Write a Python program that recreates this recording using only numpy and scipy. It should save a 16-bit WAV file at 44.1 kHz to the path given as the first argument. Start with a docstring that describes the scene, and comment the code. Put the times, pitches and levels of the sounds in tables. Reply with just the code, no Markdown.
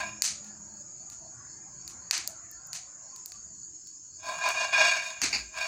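"""Peanut pan on a charcoal stove

Close by, a pan of peanuts is lifted off a charcoal stove, held still, then swung back, shaken and set down.
Small blows of the sliding nuts ring the pan's modes; charcoal snaps are sharp pulses echoed by hard walls.
Outdoors, insects buzz (a wavering row of partials), chirp and hiss over a low rumble and midrange noise.
At the microphone a fast limiter, keyed by the treble, ducks everything after the loudest snaps."""
import sys
import numpy as np
from scipy import signal
from scipy.fft import rfft, irfft
from scipy.io import wavfile
from scipy.ndimage import uniform_filter1d

SR = 44100
rng = np.random.default_rng(int(sys.argv[2]) if len(sys.argv) > 2 else 0)


def to_wav(s):
    """Save 16-bit WAV."""
    ch = np.atleast_2d(s).T  # columns
    pcm = np.round(np.clip(ch, -1, 1) * 32767)  # PCM
    wavfile.write(sys.argv[1], SR, pcm.astype(np.int16))


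N = 250047
T = np.arange(N) / SR
HZ = np.fft.rfftfreq(N, 1 / SR)

# Spectrum levels are relative within each table.
# Modes of the loaded pan: [f/Hz, width/Hz, level/dB]
PAN_MODES = [(638, 19, -7), (694, 20, -8), (813, 22, -18), (985, 30, -11), (1022, 17, -3), (1109, 16, -12),
             (1618, 22, 1), (1734, 22, -11), (2286, 22, -4), (2442, 28, 2.5), (2792, 16, -5),
             (3392, 17, -10), (3723, 12, -5), (4090, 35, -21), (4430, 50, -14), (4530, 45, -11),
             (5086, 32, -11), (5475, 20, -12), (6030, 60, -20), (6420, 32, -13), (6614, 32, -9),
             (7610, 120, -24), (7800, 60, -24), (8230, 40, -27), (8470, 48, -27)]
# Click of nut on nut: [f/Hz, level/dB]
NUT_CLICK = [(60, -44), (150, -27), (330, -18), (490, -28), (650, -10), (1200, -6), (2500, -9), (3100, -17),
             (4700, -9), (7000, -15), (8100, -22), (9700, -18), (10500, -30), (13600, -37), (15200, -26)]
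# Slides of the heap: [peak t/s, rise/s, level/dB, fade/(dB/s), bass level/dB, treble level/dB];
# bass and treble are relative to the slide's level
NUT_SLIDES = [(0.0, .05, -30, 150, 1, -10.5), (4.306, 0.09, -40, 74, 10.5, -2),
              (4.477, 0.095, -27.5, 155, 4, -7.5), (4.612, 0.088, -29, 123, 5, -3.5),
              (4.739, 0.02, -22, 55, -3, -10), (4.813, 0.054, -21.5, 105, 0.5, -5),
              (4.918, 0.13, -26.5, 152, -9.5, -4.5), (5.084, 0.11, -45.5, 225.5, 0, 3.5),
              (5.35, 0.089, -43.5, 118, -2.5, -4), (5.622, 0.09, -32, 42, -1, -7.5)]
# Charcoal snaps, relative levels: [t/s, level/dB, brightness/(dB/octave), room level/dB re the snap]
CHARCOAL_SNAPS = [(0.2213, 4, 5.5, -4.5), (0.4452, -37, 2.5, -0.5), (1.1003, -31.5, 5.5, -2),
                  (1.878, -24, 7, -4.5), (2.1109, 4, 0.5, -7.5), (2.179, -16.5, 6, -16),
                  (2.2758, -13.5, 13, -14), (2.5137, -32, 23, -14), (2.6705, -37.5, 23, -14),
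                  (2.7313, -20, 3.5, 1.5), (3.162, -30, 7, -8.5), (3.2596, -22.5, 13, -9.5),
                  (3.3206, -27.5, 3, -12), (3.8722, -37, 7, -7.5), (4.4896, -18.5, 8.5, -3.5)]
# Sharp pulse of a snap or a clack: [f/Hz, level/dB]
SNAP_SPECTRUM = [(180, -65), (300, -25), (478, -36), (634, -15), (1190, -12), (2480, -4), (3290, -14),
                 (4370, -3), (5430, -6.5), (6410, 0), (9550, -17), (11500, -21), (13300, -23.5),
                 (15000, -16), (16000, -57.5)]
# The pan knocks on the stove's rest, lands and rocks once:
# [t/s, clack level/dB, thud level/dB, grating level/dB]
PAN_KNOCKS = [(5.2174, -5.5, -36.5, -31.5), (5.327, -20.5, -42.5, -26.5)]
# Dull thud of pan on stove: [f/Hz, level/dB]
THUD_SPECTRUM = [(25, -36), (60, -21.5), (160, -14.5), (340, -15.5), (500, -18.5), (900, -77), (3000, -70)]
# Grit crushed under the pan: [f/Hz, level/dB]
GRIT_SPECTRUM = [(290, -40), (500, -36), (631, -26), (807, -7), (880, -14), (946, -16), (1720, -12),
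                 (2390, 6.5), (2890, -8.5), (3200, -29), (4660, 6.5), (5710, -15), (6800, -1.5),
                 (8090, -42), (16000, -63)]
# Echo decay of the surroundings: [f/Hz, t60/s]
ROOM_DECAY = [(150, 0.13), (1000, 0.27), (4000, 0.31), (8000, 0.25), (15000, 0.089)]
# Click rate of the cicada: [t/s, f/Hz]
CICADA_RATE = [(.7, 123), (1.3, 122.5), (3, 122.7), (4, 123.2), (5.67, 122.8)]
# Resonance of the cicada's drum: [f/Hz, level/dB]
CICADA_DRUM = [(5900, -24.5), (6150, -4), (6270, -32), (6390, 5), (6630, 1), (6760, 9.5), (6880, 0),
               (7120, 4.5), (7330, -9), (7490, -2.5), (7600, -12), (7720, -7.5), (7850, -20), (8000, -34)]
# Hiss of the far insects: [f/Hz, level/dB]
CHORUS_SPECTRUM = [(3000, -25), (3900, -27), (4200, -12), (5200, -1.5), (5900, -7.5), (6400, 3.5),
                   (6900, 13), (7400, -6), (8100, -16.5), (9500, -34), (14000, -46), (15500, -25.5)]
# Low rumble: [f/Hz, level/dB]
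RUMBLE_SPECTRUM = [(15, -46.5), (25, -24.5), (59, -5), (141, -4), (205, -9), (246, -12.5), (282, -12),
                   (327, -5.5), (399, -18.5), (480, -16), (620, -52), (1060, -120)]
# Course of the rumble, before its gain: [t/s, level/dB]
RUMBLE_COURSE = [(0.0, -64), (0.74, -68.5), (1.76, -65.5), (2.29, -68.5), (2.91, -74), (3.56, -70),
                 (3.91, -75.5), (4.4, -69), (5.1, -73)]
# Midrange wash: [f/Hz, level/dB]
WASH_SPECTRUM = [(260, -67), (450, -8), (583, 1), (749, -2), (811, -1), (1120, -2), (1670, -3.5),
                 (2240, -13.5), (2430, -12.5), (3800, -40.5), (4940, -71), (8360, -120)]
# Course of the wash, before its gain: [t/s, level/dB]
WASH_COURSE = [(0.4, -61.5), (0.92, -66.5), (2.35, -60), (2.9, -66), (3.15, -64), (3.6, -73.5),
               (4.1, -77.5)]
# Colour of the microphone: [f/Hz, level/dB]
MIC_COLOUR = [(390, 0), (480, -6), (590, 0), (10000, 0), (11000, -3), (13500, -3), (14500, 0)]

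SLIDE_RISE_DB = 20  # a slide swells by this much during its rise
# Treble rise time and fade rate of a slide, relative to the body's
TREBLE_RISE_RATIO, TREBLE_FADE_RATIO = 0.98, 1
# The skins' rustle lies above this pitch and follows only a share of a slide's treble level
RUSTLE_HZ, RUSTLE_DB, RUSTLE_SHARE = 7900, -16, 0.44
GRATE_RISE_S, GRATE_HOLD_S, GRATE_FADE_DB_PER_S = 0.003, 0.021, 244
CHIRP_FIRST_S, CHIRP_EVERY_S = 0.502, 0.2607
CHIRP_START_DB, CHIRP_GROWTH_DB_PER_S = -64, 0.5
HUM_DB, HUM_END_S, HUM_FADE_DB_PER_S = -59, 0.77, 200
BAND_EDGE_HZ = 16200


def peanuts(hits_per_s=4800, spread_db=3.5, treble_db=4.0, bass_hz=1300, split_hz=3100,
            roam_db=6.5, clump_db=3.0, wet_db=-5, count=16):
    """Thousands of small clumped blows click on other nuts and ring the pan; slides differ in brightness."""
    rattle = np.zeros(N)
    clumps_db = clump_db * flutter(52).real
    for spot in pan_spots(count):
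        load = amp(roam_db * flutter(9.5).real + clumps_db)  # the heap roams from spot to spot
        hits = load * blows(hits_per_s / count, spread_db)
        rattle += signal.oaconvolve(hits, spot)[:N]

    treble = above(rattle, split_hz)
    body = rattle - treble
    middle = above(body, bass_hz)
    bass = body - middle
    treble = treble + amp(wet_db) * room(treble).mean(0)  # echoes fill the gaps between the clicks
    rustle = above(treble, RUSTLE_HZ)

    strength = np.sqrt(uniform_filter1d(body ** 2, size=2000))  # so the shake alone sets the slow level
    low, mid, top, air = np.sqrt(sum(slide_powers(*row) for row in NUT_SLIDES))
    shaken = low * bass + mid * middle + amp(treble_db) * top * (treble - rustle) + air * rustle
    return shaken / strength


def pan_spots(count, nut_db=-18):
    """Each spot on the pan answers a blow with all modes and a nut click.

    Each mode starts upward at half of the spots, downward at the others."""
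    t = np.arange(SR // 4) / SR
    signs = rng.permuted(np.tile([-1., 1.], (len(PAN_MODES), count // 2)), axis=1)
    spots = np.zeros((count, len(t)))
    for (hz, width, db), sign in zip(PAN_MODES, signs):
        ring = np.exp(-np.pi * width * t) * np.cos(2 * np.pi * hz * t)
        spots += amp(db) * 2 * np.pi * width / SR * ring * sign[:, None]
    for spot in spots:
        add(spot, 0, amp(nut_db) * click(NUT_CLICK))
    return spots


def slide_powers(s, rise, db, fade, low_db, top_db):
    """Power of one slide in the bass, the middle, the treble and the rustle."""
    top_rise, top_fade = rise * TREBLE_RISE_RATIO, fade * TREBLE_FADE_RATIO
    rustle_db = RUSTLE_DB + RUSTLE_SHARE * (db + top_db)
    return np.array([slide(s, rise, db + low_db, fade),
                     slide(s, rise, db, fade),
                     slide(s, top_rise, db + top_db, top_fade),
                     slide(s, top_rise, rustle_db, fade)])


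def slide(peak_s, rise_s, db, fade_db_per_s):
    """Power of one slide: the heap gathers speed, then runs out."""
    swell_db = -SLIDE_RISE_DB * (np.maximum(peak_s - T, 0) / rise_s) ** 2
    fall_db = -fade_db_per_s * np.maximum(T - peak_s, 0)
    return amp(db + swell_db + fall_db) ** 2


def blows(per_s, spread_db):
    """Random small impacts, a few of them large."""
    sizes = amp(spread_db * np.minimum(rng.exponential(1, N), 4))
    return (rng.random(N) < per_s / SR) * sizes * rng.choice([-1, 1], N)


def charcoal(crumble_db=-21, side_db=-11, lump_hz=4600, lump_db=-15, lump_s=0.00061):
    """Sharp pulse, brief lump ring, splintering; a little random treble differs between left and right."""
    direct, side, sent = np.zeros(N), np.zeros(N), np.zeros(N)
    t = np.arange(400) / SR
    crack = (t == 0) + amp(lump_db) * np.exp(-t / lump_s) * np.cos(2 * np.pi * lump_hz * t)
    grits = rng.standard_normal((len(CHARCOAL_SNAPS), 2, len(t)))
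    for (s, db, tilt_db, room_db), grit in zip(CHARCOAL_SNAPS, grits):
        pulse = click(SNAP_SPECTRUM, tilt_db)
        pulse *= 3.2 * amp(db) / np.linalg.norm(pulse)
        splinters, side_grit = grit * np.exp(-t / 0.0016) * (t > 0)
        snap = np.convolve(pulse, crack + amp(crumble_db) * splinters)
        # ring and splinters leave the energy of the snap unchanged
        add(direct, s, snap * np.linalg.norm(pulse) / np.linalg.norm(snap))
        add(side, s, amp(side_db) * np.convolve(pulse, side_grit / np.linalg.norm(side_grit)))
        add(sent, s, amp(room_db) * pulse)
    side = signal.sosfilt(signal.butter(4, 7000, "high", fs=SR, output="sos"), side)
    return direct + np.array([side, -side]) + room(sent)


def clacks(ring_db=-12, ring_s=0.00067, room_db=9):
    """The hard, gritty contact of pan and stove, and its echo from the walls."""
    t = np.arange(600) / SR
    direct, sent = np.zeros(N), np.zeros(N)
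    pulse = click(SNAP_SPECTRUM)
    pulse = pulse / np.linalg.norm(pulse)
    grits = rng.standard_normal((len(PAN_KNOCKS), len(t)))
    for (s, db, _, _), grit in zip(PAN_KNOCKS, grits):
        contact = (t == 0) + amp(ring_db) * grit * np.exp(-t / ring_s)
        add(direct, s, amp(db) * np.convolve(pulse, contact))
        add(sent, s, amp(db + room_db) * pulse)
    return direct + room(sent)


def bumps(t60=0.31, rise_s=0.016, boom_hz=55, boom_width_hz=14, boom_db=-21, boom_t60=1.7):
    """Dull thuds of the pan on the stove, as decaying noise; a deep boom lingers."""
    thud, out = noise(THUD_SPECTRUM), np.zeros(N)
    boom = unit((flutter(boom_width_hz) * np.exp(2j * np.pi * boom_hz * T)).real)
    for s, _, db, _ in PAN_KNOCKS:
        age = np.maximum(T - s, 0)
        decaying = thud * amp(-60 * age / t60) + boom * amp(boom_db - 60 * age / boom_t60)
        out += amp(db) * (1 - np.exp(-age / rise_s)) * decaying
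    return out


def grate(grains_per_s=5000, spread_db=3):
    """Grit is crushed between the pan and the stove after each knock."""
    crunch = unit(signal.oaconvolve(blows(grains_per_s, spread_db), click(GRIT_SPECTRUM))[:N])
    return crunch * sum(amp(db) * held(s, GRATE_RISE_S, GRATE_HOLD_S, GRATE_FADE_DB_PER_S)
                        for s, _, _, db in PAN_KNOCKS)


def held(start_s, rise_s, hold_s, fade_db_per_s):
    """Attack, hold (timed from the start) and release."""
    attack = np.clip((T - start_s) / rise_s, 0, 1)
    return attack * amp(-fade_db_per_s * np.maximum(T - start_s - hold_s, 0))


def room(x, gap_s=0.016, early_db=-9, treble_spread=0.04):
    """Quieter early floor reflections, then after a gap the dense wall echo; only its treble is wide."""
    t = np.arange(SR * 3 // 4) / SR
    taps = rng.standard_normal((2, len(t))) * (rng.random((2, len(t))) < 0.2)
    taps *= np.where(t < gap_s, amp(early_db), 1) * (t > 0.001)
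    hz, s, z = signal.stft(taps, SR, nperseg=256)
    z *= amp(-60 * s / read(ROOM_DECAY, hz)[:, None])
    z[1] *= (treble_spread * np.clip((hz - 4000) / 6000, 0, 1))[:, None]
    mid, side = signal.istft(z, SR, nperseg=256)[1]
    echo = np.array([mid + side, mid - side]) / np.linalg.norm(mid)
    return signal.fftconvolve(x[None], echo, axes=1)[:, :N]


def cicada(level_db=-48, scatter=0.75, scatter_hz=26):
    """About 123 clicks a second ring a drum near 6.8 kHz; echoes make each partial waver on its own."""
    turns = np.cumsum(curves(CICADA_RATE)[0]) / SR
    rate_hz = turns[-1] / T[-1]
    buzz = np.zeros(N, complex)
    for k in range(49, 66):  # the partials that the drum lets through
        steady = (1 - scatter) * np.exp(2j * np.pi * rng.random())
        wavering = steady + scatter * flutter(scatter_hz)
        buzz += amp(read(CICADA_DRUM, k * rate_hz)) * np.exp(2j * np.pi * k * turns) * wavering
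    return amp(level_db) * unit(buzz.real)


def chirps(centre_hz=4500, width_hz=230, glide_hz_per_s=2200, length_s=0.062):
    """Far rasping chirps at an even beat, each rising a little, nearly four a second."""
    rasp, out = flutter(width_hz), np.zeros(N)
    for s in np.arange(CHIRP_FIRST_S, T[-1], CHIRP_EVERY_S):
        near = abs(T - s) < 3 * length_s
        t = T[near] - s
        tone = np.exp(2j * np.pi * (centre_hz + glide_hz_per_s * t / 2) * t)
        out[near] += np.exp(-(t / length_s) ** 2) * (rasp[near] * tone).real
    return np.sqrt(2) * amp(CHIRP_START_DB + CHIRP_GROWTH_DB_PER_S * T) * out


def hum(pitch_hz=208, unsteady=0.96, width_hz=16):
    """A low hum that wavers, holds and fades."""
    tone = (1 + unsteady * flutter(width_hz)) * np.exp(2j * np.pi * pitch_hz * T)
    return amp(HUM_DB - HUM_FADE_DB_PER_S * np.maximum(T - HUM_END_S, 0)) * unit(tone.real)


def background(rumble_db=7, wash_db=2.0, chorus_db=-52):
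    """Low rumble, a restless midrange wash and the hiss of far insects, all patchy noise."""
    rumble = patchy(noise(RUMBLE_SPECTRUM), patchy_db=3, patch_hz=30, patch_s=0.054)
    wash = patchy(noise(WASH_SPECTRUM), patchy_db=5, patch_hz=55, patch_s=0.05)
    chorus = patchy(noise(CHORUS_SPECTRUM), patchy_db=4.0, patch_hz=150, patch_s=0.029)
    rumble *= amp(rumble_db + curves(RUMBLE_COURSE)[0])
    wash *= amp(wash_db + curves(WASH_COURSE)[0])
    return rumble + wash + amp(chorus_db) * chorus


def patchy(x, patchy_db, patch_hz, patch_s):
    """Small islands of pitch and time swell and fade at random."""
    z = signal.stft(x, SR, nperseg=2048, noverlap=1536)[2]
    across_hz = np.exp(-(np.arange(-8, 9) * SR / 2048 / patch_hz) ** 2)
    across_s = np.exp(-(np.arange(-20, 21) * 512 / SR / patch_s) ** 2)
    island = np.outer(across_hz, across_s)
    field = unit(signal.fftconvolve(rng.standard_normal(z.shape), island, "same"))
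    return unit(signal.istft(z * amp(patchy_db * field), SR, nperseg=2048, noverlap=1536)[1][:N])


def noise(points):
    """Steady noise of a given spectrum, at rms 1."""
    return unit(irfft(rfft(rng.standard_normal(N)) * amp(read(points, HZ)), N))


def flutter(width_hz):
    """Complex random wavering about width_hz fast, at rms 1."""
    z = rng.standard_normal(N) + 1j * rng.standard_normal(N)
    return unit(np.fft.ifft(z * np.exp(-(np.fft.fftfreq(N, 1 / SR) / width_hz) ** 2)))


def click(points, tilt_db=0, size=2048):
    """Causal (minimum-phase) pulse of a given spectrum, tilted per octave above 2 kHz."""
    hz = abs(np.fft.fftfreq(size, 1 / SR))
    tilt = tilt_db * np.log2(np.maximum(hz / 2000, 1))
    log_gain = np.log(amp(read(points, hz) + tilt))
    return np.fft.ifft(np.exp(np.conj(signal.hilbert(log_gain)))).real[:size // 2]


def above(x, edge_hz):
    """The part of a sound above edge_hz."""
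    return irfft(rfft(x) / (1 + (edge_hz / (HZ + 1)) ** 8), N)


def amp(db):
    """Amplitude factor of a level in dB."""
    return 10 ** (np.asarray(db) / 20)


def unit(x):
    """Scales to rms 1."""
    return x / np.sqrt(np.mean(abs(x) ** 2) + 1e-20)


def read(points, hz):
    """Reads a spectrum on a log-frequency axis."""
    f, value = np.transpose(points)
    return np.interp(np.log(hz + 1), np.log(f + 1), value)


def curves(rows):
    """The columns of a time table, at every sample."""
    s, *columns = np.transpose(rows)
    return [np.interp(T, s, c) for c in columns]


def add(mix, s, sound):
    """Mixes a sound in at time s."""
    part = mix[max(round(s * SR), 0):][:len(sound)]
    part += sound[:len(part)]


def scene():
    """The stove and the pan close by, the insects and the background behind them."""
    stove_and_pan = charcoal() + peanuts() + clacks() + bumps() + grate()
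    return stove_and_pan + cicada() + chirps() + hum() + background()


def record(dry, threshold_db=-25, recover_db_per_s=170, strength=0.87, ceiling=1.0):
    """Microphone colour, a fast limiter keyed by the treble, rounded peaks, then the band limit."""
    dry = irfft(rfft(dry) * amp(read(MIC_COLOUR, HZ)), N)
    treble = signal.sosfilt(signal.butter(2, 3500, "high", fs=SR, output="sos"), dry.mean(0))
    power_db = 10 * np.log10(abs(uniform_filter1d(treble ** 2, size=440)) + 1e-12)
    # the detector jumps up with the treble and falls back at a steady rate
    fall = T * recover_db_per_s
    detector_db = np.maximum.accumulate(power_db + fall) - fall
    over_db = np.maximum(detector_db - threshold_db, 0)
    ducked = dry * amp(-strength * uniform_filter1d(over_db, size=260))
    rounded = ceiling * np.tanh(ducked / ceiling)
    band_limit = signal.firwin(511, BAND_EDGE_HZ, window=("kaiser", 9), fs=SR)
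    return signal.oaconvolve(rounded, band_limit[None], "same", axes=1)


dry = scene()
out = record(dry)
to_wav(out)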